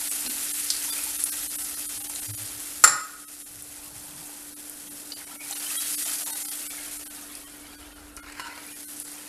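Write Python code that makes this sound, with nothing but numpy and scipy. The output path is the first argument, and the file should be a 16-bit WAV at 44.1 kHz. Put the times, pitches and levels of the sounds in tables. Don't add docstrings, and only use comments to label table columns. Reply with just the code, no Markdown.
import sys
import numpy as np
from scipy import signal
from scipy.fft import rfft, irfft
from scipy.io import wavfile
from scipy.ndimage import uniform_filter1d

SR = 44100
rng = np.random.default_rng(int(sys.argv[2]) if len(sys.argv) > 2 else 0)


def transcribe(signal):
    frames = np.atleast_2d(signal).T
    limited = np.clip(frames, -1, 1)
    pcm = np.round(limited * 32767).astype(np.int16)
    wavfile.write(sys.argv[1], SR, pcm)


N = 409248
TIME = np.arange(N) / SR

# (frequency [Hz], level [dB per Hz])
SIZZLE_SPECTRUM = [(400, -27), (900, -20.5), (1500, -10), (2600, -9), (4000, -8), (6500, -5), (8200, -2),
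                   (10200, 1), (12000, -2.5), (14200, -10.5)]
# (time [s], hold [s], level [dB], fade [dB/s])
FLARES = [(-.45, 1.0, -31, 4), (5.352, 0.34, -30, 12.5), (8.416, .17, -41, 9)]
FLARE_RISE_S = 0.4
SIMMER_DB, QUENCH_S, QUENCH_DB_PER_S = -44, 6.97, 23
# (time [s], peak level [dB], pitch [Hz])
LOUD_SNAPS = [(.114, -15, 9370), (.263, -21.5, 4700), (0.534, -15, 9200), (.6315, -23, 10500),
              (0.7021, -12.5, 4530), (.703, -10, 7400), (0.8263, -26, 6240), (1.202, -16, 9590),
              (1.2389, -5.5, 9800), (2.152, -19, 9030), (2.157, -31, 3930), (2.16, -21, 7260),
              (3.623, -17, 10600), (3.846, -24, 11000), (4.697, -20, 10700), (5.12, -22.5, 4500),
              (5.51, -19, 7100), (5.526, -25.5, 4200), (6.062, -23, 6140), (7.3517, -31.5, 5280),
              (7.3525, -23, 9500), (8.166, -24.5, 10100), (8.1665, -33.5, 6030), (8.323, -29, 8800),
              (9, -15, 10900), (9.1174, -24, 9900)]
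SNAP_HZ, SNAP_T60_S = 10050, 0.004
SMALL_SPITS_PER_S, SMALL_SPITS_DB = 9.4, -33.5

# (time [s], hold [s], splash level [dB], gurgle level [dB])
GUSHES = [(-.1, 0.45, -61, -57.5), (0.808, 0.18, -53, -57.5), (1.203, 0.44, -60, -60.5),
          (1.904, 0.65, -56, -60), (3.615, 0.68, -60, -58), (5.1, 0.38, -52.5, -60.5),
          (5.42, 0.34, -47.5, -62), (5.628, 0.045, -43, -65), (6.038, 0.05, -47, -65),
          (6.191, 0.074, -64, -49)]
GUSH_RISE_S, GUSH_FADE_DB_PER_S = 0.021, 99
# (frequency [Hz], level [dB])
SPLASH_SPECTRUM = [(300, -34), (650, -5), (1100, -1.5), (1900, 8.5), (2900, 12.5), (4200, 8.5),
                   (8000, 10.5)]
# (frequency [Hz], level [dB])
GURGLE_SPECTRUM = [(350, -18), (650, -1), (900, 3.5), (1300, -6), (2200, -17), (5000, -43)]
# (frequency [Hz], level [dB])
SLOSH_SPECTRUM = [(300, -24), (700, -6.5), (1100, -4.5), (1550, 1.5), (2200, 5), (3000, 4.5), (4200, 5),
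                  (8000, -5)]
# (middle time [s], level [dB])
SWEEPS = [(6.45, -56.5), (6.78, -49.5), (7.27, -50.5), (7.75, -54.5), (8.05, -57.5), (8.58, -50),
          (9.32, -49.5)]
SWEEP_S = 0.45
# (time [s], peak level [dB], starting pitch [Hz], T60 [s])
RINGING_TONES = [(.88, -42, 930, 0.04), (.903, -35, 3490, 0.064), (0.906, -34, 4710, 0.069),
                 (.965, -34, 2390, 0.029), (.986, -38, 1320, .03), (.989, -33, 2510, .025),
                 (1.065, -41.5, 870, .04), (1.305, -43.5, 1560, 0.11), (1.38, -44, 1310, 0.097),
                 (5.121, -39.5, 2970, 0.029), (5.285, -48, 960, 0.14), (5.312, -44, 1327, 0.066),
                 (5.355, -48, 594, 0.081), (5.398, -38.5, 2240, 0.079), (5.402, -43, 2410, 0.054),
                 (5.507, -37.5, 790, 0.024), (5.663, -32, 3030, 0.049), (5.765, -39, 3250, 0.12),
                 (5.78, -36, 3850, 0.096), (6.06, -42, 660, 0.045), (6.075, -38, 3070, .07),
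                 (6.118, -44, 1270, 0.059), (6.215, -44, 688, 0.035), (6.27, -49, 840, 0.058),
                 (8.175, -46, 1405, 0.13), (8.418, -41, 1472, .08), (8.426, -47.5, 2920, 0.1),
                 (8.455, -40, 947, 0.09), (8.508, -42, 2000, 0.072), (8.513, -48, 2250, .08)]
TONE_SWELL, TONE_RISE = 0.104, 0.042

# (time [s], level [dB], favoured pitch [Hz])
TAPS = [(7.667, -48, 1540), (7.7386, -44, 1410), (7.8106, -38.5, 2510), (8.172, -27, 1356),
        (8.241, -37, 1450), (8.2617, -31.5, 1306), (8.326, -34, 2330), (8.396, -19, 1039),
        (8.402, -24.5, 4350), (8.576, -27, 1280)]
TAP_ATTACK_S = 0.00074
# (middle time [s], length [s], level [dB], favoured pitch [Hz])
SCRAPES = [(7.74, 0.3, -57, 1480), (8.326, 0.16, -45, 2257), (8.458, 0.16, -42, 1506),
           (8.58, 0.06, -45, 2070)]
# (frequency [Hz], level [dB], T60 [s])
CLAY_MODES = [(1013, -1, 0.044), (1325, -2.5, 0.072), (1438, -7, 0.053), (1950, -5, 0.076),
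              (2420, -1, 0.044), (2820, 1.5, 0.035), (4230, 1, 0.028), (4410, 0, 0.025), (5260, -2, 0.038)]
# (frequency [Hz], level [dB per Hz])
CRACK_SPECTRUM = [(200, -29), (450, -21), (850, -8), (1350, 11), (2500, 0), (3300, -14), (4200, 0),
                  (5500, -3), (10000, 0), (14000, -11)]
# (frequency [Hz], level [dB])
SQUELCH_SPECTRUM = [(90, -5), (250, -3), (450, 6.0), (1000, -16), (2500, 2), (4500, -3), (8000, -13)]

# (time [s], level [dB])
KNOCKS = [(2.8394, 5), (2.8431, 6), (2.848, -4), (2.876, -2)]
# (frequency [Hz], level [dB], T60 [s])
VESSEL_MODES = [(1250, -7, .06), (1261, 1.5, 0.08), (1300, -5.5, 0.044), (1450, -0.5, .06),
                (1470, -3.5, .05), (1560, -6, 0.027), (1700, -11, 0.04), (1890, -15, 0.025),
                (2100, -24, 0.012), (2470, -14, .016), (2720, -5, 0.018), (4160, -12, 0.018),
                (4600, -11, 0.013), (5480, 0.5, 0.029), (7340, 10.5, 0.017), (7395, 12.5, 0.028),
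                (9180, -0.5, 0.03), (9740, 3, 0.036), (10060, -5, .026)]
# (time [s], peak level [dB])
BUMPS = [(1.934, -51), (2.262, -32), (2.375, -42), (2.51, -51.5)]
BUMP_HZ, BUMP_S = 106.4, 0.11
# (middle time [s], length [s], level [dB], pitch [Hz])
COUNTER_RUMBLES = [(2.91, .18, -50, 140), (3.602, 0.25, -54, 105), (3.955, 0.23, -53, 118),
                   (4.16, .16, -54.5, 145), (4.92, 0.11, -57, 190)]

# (frequency [Hz], level [dB per Hz])
FAN_SPECTRUM = [(25, -3.5), (55, -23), (110, -3.5), (180, -4), (255, 0.5), (330, -0.5), (500, -1.5),
                (750, -3), (1050, -7.5), (1450, -3), (2500, -17.5), (5000, -26.5), (14000, -60)]
# (frequency [Hz], level [dB])
RUMBLE_SPECTRUM = [(20, -9), (40, 2.5), (54, 4.5), (82, 2.5), (130, -42), (300, -31), (1000, -80)]
RUMBLE_DB = -69.5
# (middle time [s], length [s], level [dB])
RUMBLE_SWELLS = [(1.7, 2.9, -62.5), (3.8, 0.82, -63), (6.95, 0.32, -62.5), (7.93, 0.84, -55.5)]

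# (frequency [Hz], T60 [s])
ROOM_DECAY = [(150, 0.68), (600, 0.56), (1400, 0.67), (3000, 0.55), (7500, 0.41), (14000, 0.32)]
# (middle time [s], length [s], depth before the share by frequency [dB])
DIPS = [(0.098, 0.022, 7.5), (0.289, 0.013, 11), (0.529, 0.014, 8), (.914, 0.017, 8), (1.179, 0.013, 5),
        (1.252, 0.011, 11), (1.309, 0.018, 15), (1.489, 0.024, 8), (1.574, 0.017, 10), (1.636, .02, 4),
        (1.759, 0.015, 7), (1.877, 0.021, 10), (1.993, 0.014, 6), (2.032, 0.014, 10), (2.086, 0.016, 8.5),
        (2.21, .013, 7), (2.277, 0.018, 6), (2.326, 0.018, 10), (2.364, 0.02, 8), (3.023, 0.012, 4),
        (3.264, 0.024, 11), (3.444, 0.026, 7.5), (4.553, 0.02, 13), (4.897, 0.016, 9.5), (5.151, 0.021, 9),
        (5.258, 0.017, 6), (5.385, 0.031, 7), (5.546, 0.011, 9), (5.589, 0.016, 3.5), (5.784, 0.035, 6),
        (5.966, 0.019, 10), (6.045, 0.012, 7.5), (6.25, 0.018, 16), (6.321, 0.017, 9), (6.345, 0.013, 7),
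        (6.441, 0.014, 10.5), (6.472, 0.016, 12.5), (6.503, 0.017, 11), (6.688, 0.021, 15),
        (6.984, 0.017, 5.5), (7.049, 0.016, 11), (7.091, 0.02, 17), (7.457, 0.021, 6), (7.525, .016, 2),
        (7.771, .024, 7), (7.945, 0.019, 5), (8.148, 0.016, 1), (8.216, 0.02, 14), (8.432, 0.019, 2.5),
        (8.744, 0.026, 5), (8.862, .032, 9), (9.038, .015, 7)]
# (frequency [Hz], share of the depth)
DIP_SHARE = [(60, 0.76), (300, 0.041), (600, 2.55), (5000, 1.92), (7500, 1.15), (9500, 0.14),
             (14000, 0.091)]
EDGE_HZ = 14400


def sizzle(crackle_db=-2.5, hiss_db=-2.0, flutter_db=0.72, clump_db=2.3):
    bursts = clicks(per_s=3500, spread_db=4.0)
    crackle = unit(bowl(colour(bursts, SIZZLE_SPECTRUM)))
    hiss = patchy(colour(rng.standard_normal(N), SIZZLE_SPECTRUM), clump_db)
    frying = amp(crackle_db) * crackle + amp(hiss_db) * hiss
    return heat() * frying * amp(flutter_db * drift(21))


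def heat():
    simmer = amp(SIMMER_DB - QUENCH_DB_PER_S * np.maximum(TIME - QUENCH_S, 0))
    flares = [amp(db) * surge(s, FLARE_RISE_S, hold, fade) for s, hold, db, fade in FLARES]
    return np.sqrt(simmer ** 2 + sum(flare ** 2 for flare in flares))


def patchy(x, depth_db):
    z = signal.stft(x, SR, nperseg=256)[2]
    patches = uniform_filter1d(rng.standard_normal(z.shape), size=7, axis=0)
    patches = unit(uniform_filter1d(patches, size=6, axis=1))
    return unit(signal.istft(z * amp(depth_db * patches), SR)[1][:N])


def snaps(spread_db=3, spread_octaves=0.15, follow=0.91):
    out = np.zeros(N)
    strength = (heat() / amp(SIMMER_DB)) ** follow
    for s, db, hz in LOUD_SNAPS:
        add(out, s, amp(db) * snap(hz))
    for at in np.flatnonzero(rng.random(N) < SMALL_SPITS_PER_S / SR):
        size, pitch = rng.standard_normal(2)
        gain = strength[at] * amp(SMALL_SPITS_DB + spread_db * size)
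        add(out, at / SR, gain * snap(SNAP_HZ * 2 ** (spread_octaves * pitch)))
    return bowl(out)


def snap(hz, width=0.3):
    t = np.arange(SR // 20) / SR
    t60 = SNAP_T60_S * (SNAP_HZ / hz) ** 2
    burst = rng.standard_normal(len(t)) * decay(t, t60)
    burst = band(band(burst, hz, width * hz), hz, width * hz)
    return burst / abs(burst).max()


def gravy():
    splash, gurgle = np.zeros((2, N))
    for s, hold, splash_db, gurgle_db in GUSHES:
        flow = surge(s, GUSH_RISE_S, hold, GUSH_FADE_DB_PER_S)
        splash = np.maximum(splash, amp(splash_db) * flow)
        gurgle = np.maximum(gurgle, amp(gurgle_db) * flow)
    stir = sum(amp(db) * swell(s, SWEEP_S) for s, db in SWEEPS)
    out = splash * liquid(SPLASH_SPECTRUM, per_s=700, cycles=45, spread_db=5.5, wash_db=-4, surge_db=5.0)
    out += gurgle * liquid(GURGLE_SPECTRUM, per_s=480, cycles=30, spread_db=3.0, wash_db=-8, surge_db=-0.5)
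    out += stir * liquid(SLOSH_SPECTRUM, per_s=380, cycles=110, spread_db=2.5, wash_db=-3, surge_db=3.0)
    for s, db, hz, t60 in RINGING_TONES:
        add(out, s, amp(db) * ringing_tone(hz, t60))
    return out


def liquid(spectrum, per_s, cycles, spread_db, wash_db, surge_db):
    swarm = np.zeros(N)
    for when, size, strength in rng.random((int(per_s * N / SR), 3)):
        hz = 480 * (5500 / 480) ** size
        db = at_hz(spectrum, hz) + spread_db * min(-np.log(1 - strength), 3)
        add(swarm, when * N / SR, amp(db) * bubble(hz, cycles / hz, rise=0.039))
    wash = colour(rng.standard_normal(N), spectrum)
    return amp(surge_db * np.tanh(drift(18.0))) * unit(unit(swarm) + amp(wash_db) * wash)


def bubble(hz, t60, rise):
    t = np.arange(0, t60, 1 / SR)
    ring = np.sin(2 * np.pi * hz * t * (1 + rise * t / t60))
    return ring * decay(t, t60) * (1 - np.exp(-hz * t))


def ringing_tone(hz, t60):
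    ring = bubble(hz, t60, rise=TONE_RISE)
    ring = ring * np.minimum(TIME[:len(ring)] / (TONE_SWELL * t60), 1)
    return ring / abs(ring).max()


def spoon(slips_per_s=380, bend=0.09, pressure_db=3):
    slips, scrape = clicks(slips_per_s, spread_db=2.5), np.zeros(N)
    for s, length, db, centre_hz in SCRAPES:
        ring = blow(clay_at(centre_hz), crack_db=-5, crack_t60=0.024)
        scrape += amp(db) * swell(s, length) * unit(signal.oaconvolve(slips, ring)[:N])
    lag_s = signal.lfilter([1 / SR], [1, 2 / SR - 1], bend * drift(9))
    bent = np.interp(TIME + lag_s, TIME, scrape)
    out = amp(pressure_db * np.tanh(drift(24))) * bent
    for s, db, centre_hz in TAPS:
        tap = blow(clay_at(centre_hz), crack_db=-13, crack_t60=.045)
        add(out, s, amp(db) * tap * np.minimum(TIME[:len(tap)] / TAP_ATTACK_S, 1))
    return out


def clay_at(centre_hz, focus_db=7):
    nearest_hz = min((hz for hz, db, t60 in CLAY_MODES), key=lambda hz: abs(hz - centre_hz))
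    shift = centre_hz / nearest_hz
    modes = []
    for hz, db, t60 in CLAY_MODES:
        octaves = abs(np.log2(shift * hz / centre_hz))
        modes.append((shift * hz, db - focus_db * octaves ** .5, t60))
    return modes


def squelch(s=0.24, length=0.067, db=-39, thud_s=.233, thud_db=-42.5):
    out, count = np.zeros(N), int(length * SR)
    bursts = colour(clicks(per_s=840, spread_db=3.0), SQUELCH_SPECTRUM)
    add(out, s, amp(db) * unit(bursts[:count]) * signal.windows.tukey(count))
    add(out, thud_s, amp(thud_db) * thud(hz=251.6, length_s=0.093))
    return out


def vessel():
    out = np.zeros(N)
    for s, db in KNOCKS:
        add(out, s, amp(db) * blow(VESSEL_MODES, crack_db=-14.5, crack_t60=0.046))
    return out


def bumps():
    out = np.zeros(N)
    for s, db in BUMPS:
        add(out, s, amp(db) * thud(BUMP_HZ, BUMP_S))
    return out


def counter(width_hz=60):
    noise, out = rng.standard_normal(N), np.zeros(N)
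    for s, length, db, hz in COUNTER_RUMBLES:
        rumble = band(band(noise, hz, width_hz), hz, width_hz)
        out += amp(db) * swell(s, length) * unit(rumble)
    return out


def cooker(blade_hz=294.2, tone_db=-54, air_db=-54, waver=0.0042, throb_db=2.1):
    cycles = np.cumsum(blade_hz * (1 + waver * drift(6.8))) / SR
    tone = unit(np.sin(2 * np.pi * cycles)) * amp(tone_db + throb_db * drift(34))
    air = amp(air_db) * colour(rng.standard_normal(N), FAN_SPECTRUM)
    rumble_gain = amp(RUMBLE_DB) + sum(amp(db) * swell(s, length) for s, length, db in RUMBLE_SWELLS)
    return tone + air + rumble_gain * colour(rng.standard_normal(N), RUMBLE_SPECTRUM)


def bowl(x, echo_db=-5):
    t = np.arange(SR // 20) / SR
    taps = rng.standard_normal(len(t)) * (rng.random(len(t)) < .06) * (t > .001)
    taps *= decay(t, .03)
    return x + amp(echo_db) * signal.oaconvolve(x, taps / np.linalg.norm(taps))[:N]


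def kitchen(x, wet_db):
    taps = rng.choice([-1., 1.], SR) * (rng.random(SR) < .1) * (np.arange(SR) > SR // 250)
    hz, t, z = signal.stft(taps, SR, nperseg=256)
    tail = signal.istft(z * decay(t, at_hz(ROOM_DECAY, hz)[:, None]), SR)[1]
    return x + amp(wet_db) * signal.oaconvolve(x, tail / np.linalg.norm(tail))[:N]


def dips(x, stand_out_db=7.0, tones_db=5, full_length_s=0.016):
    out, size = x.copy(), 4096
    hz, t = np.fft.rfftfreq(size, 1 / SR), (np.arange(size) - size // 2) / SR
    window = signal.windows.hann(size)
    for s, length, depth_db in DIPS:
        start = round(s * SR) - size // 2
        part = x[start:start + size]
        dipped = irfft(rfft(part) * amp(-depth_db * at_hz(DIP_SHARE, hz)))
        z = rfft(part * window)
        power = abs(z) ** 2
        strong = power > amp(stand_out_db) ** 2 * uniform_filter1d(power, size=80)
        strong &= (hz > 500) & (hz < 10000)
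        tones_gain = amp(tones_db) * min(length / full_length_s, 1)
        tones = tones_gain * irfft(z * strong) * window ** 2
        add(out, start / SR, (dipped - part) * np.exp(-(1.47 * t / length) ** 4) + tones)
    return out


def blow(modes, crack_db, crack_t60, bass_hz=300):
    t = np.arange(SR // 4) / SR
    ring = sum(amp(db) * np.sin(2 * np.pi * hz * t) * decay(t, t60) for hz, db, t60 in modes)
    crack = colour(rng.standard_normal(len(t)), CRACK_SPECTRUM) * decay(t, crack_t60)
    impact = ring / abs(ring).max() + amp(crack_db) * crack
    return signal.lfilter(*signal.butter(2, bass_hz, "high", fs=SR), impact)


def thud(hz, length_s):
    t = np.arange(0, length_s, 1 / SR)
    return np.sin(2 * np.pi * hz * t) * np.sin(np.pi * t / length_s) ** 2


def surge(s, rise_s, hold_s, fade_db_per_s):
    t = TIME - s
    return np.clip(t / rise_s, 0, 1) * amp(-fade_db_per_s * np.maximum(t - rise_s - hold_s, 0))


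def swell(middle_s, length_s):
    return np.exp(-(2 * (TIME - middle_s) / length_s) ** 2)


def decay(t, t60):
    return np.exp(-np.log(1000) * t / t60)


def drift(per_s):
    hz = np.fft.rfftfreq(N, 1 / SR)
    return unit(irfft(rfft(rng.standard_normal(N)) / (1 + (hz / per_s) ** 4), N))


def clicks(per_s, spread_db):
    size_db = spread_db * np.minimum(rng.exponential(1, N), 4)
    return (rng.random(N) < per_s / SR) * rng.choice([-1, 1], N) * amp(size_db)


def band(x, hz, width_hz):
    return signal.lfilter(*signal.iirpeak(min(hz, SR / 2 - 1), hz / width_hz, SR), x)


def colour(x, spectrum):
    gain = amp(at_hz(spectrum, np.fft.rfftfreq(len(x), 1 / SR)))
    return unit(irfft(rfft(x) * gain, len(x)))


def at_hz(points, hz):
    f, value = np.transpose(points)
    return np.interp(np.log(hz + 1), np.log(f), value)


def amp(db):
    return 10 ** (np.asarray(db) / 20)


def unit(x):
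    return x / np.sqrt(np.mean(x ** 2) + 1e-20)


def add(mix, s, sound):
    part = mix[max(round(s * SR), 0):][:len(sound)]
    part += sound[:len(part)]


def scene():
    pot = kitchen(gravy() + spoon() + squelch(), wet_db=-5.5)
    pot += kitchen(snaps(), wet_db=-6.5) + sizzle()
    far = kitchen(vessel(), wet_db=-2.5)
    return dips(pot + far + bumps() + counter() + cooker())[None]


def record(dry, threshold_db=-16, most_db=6.5, recover_db_per_s=3.5):
    power = signal.lfilter(*signal.butter(1, 16, fs=SR), dry[0] ** 2)
    power_db = 10 * np.log10(power + 1e-12)
    fall = recover_db_per_s * TIME
    duck_db = np.maximum.accumulate(np.clip(power_db - threshold_db, 0, most_db) + fall) - fall
    duck_db = signal.lfilter(*signal.butter(1, 6, fs=SR), duck_db)
    clipped = np.clip(dry * amp(-duck_db), -1, 1)
    lowpass = signal.firwin(401, EDGE_HZ, window=("kaiser", 8), fs=SR)
    return signal.oaconvolve(clipped, lowpass[None], "same")


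dry = scene()
out = record(dry)
transcribe(out)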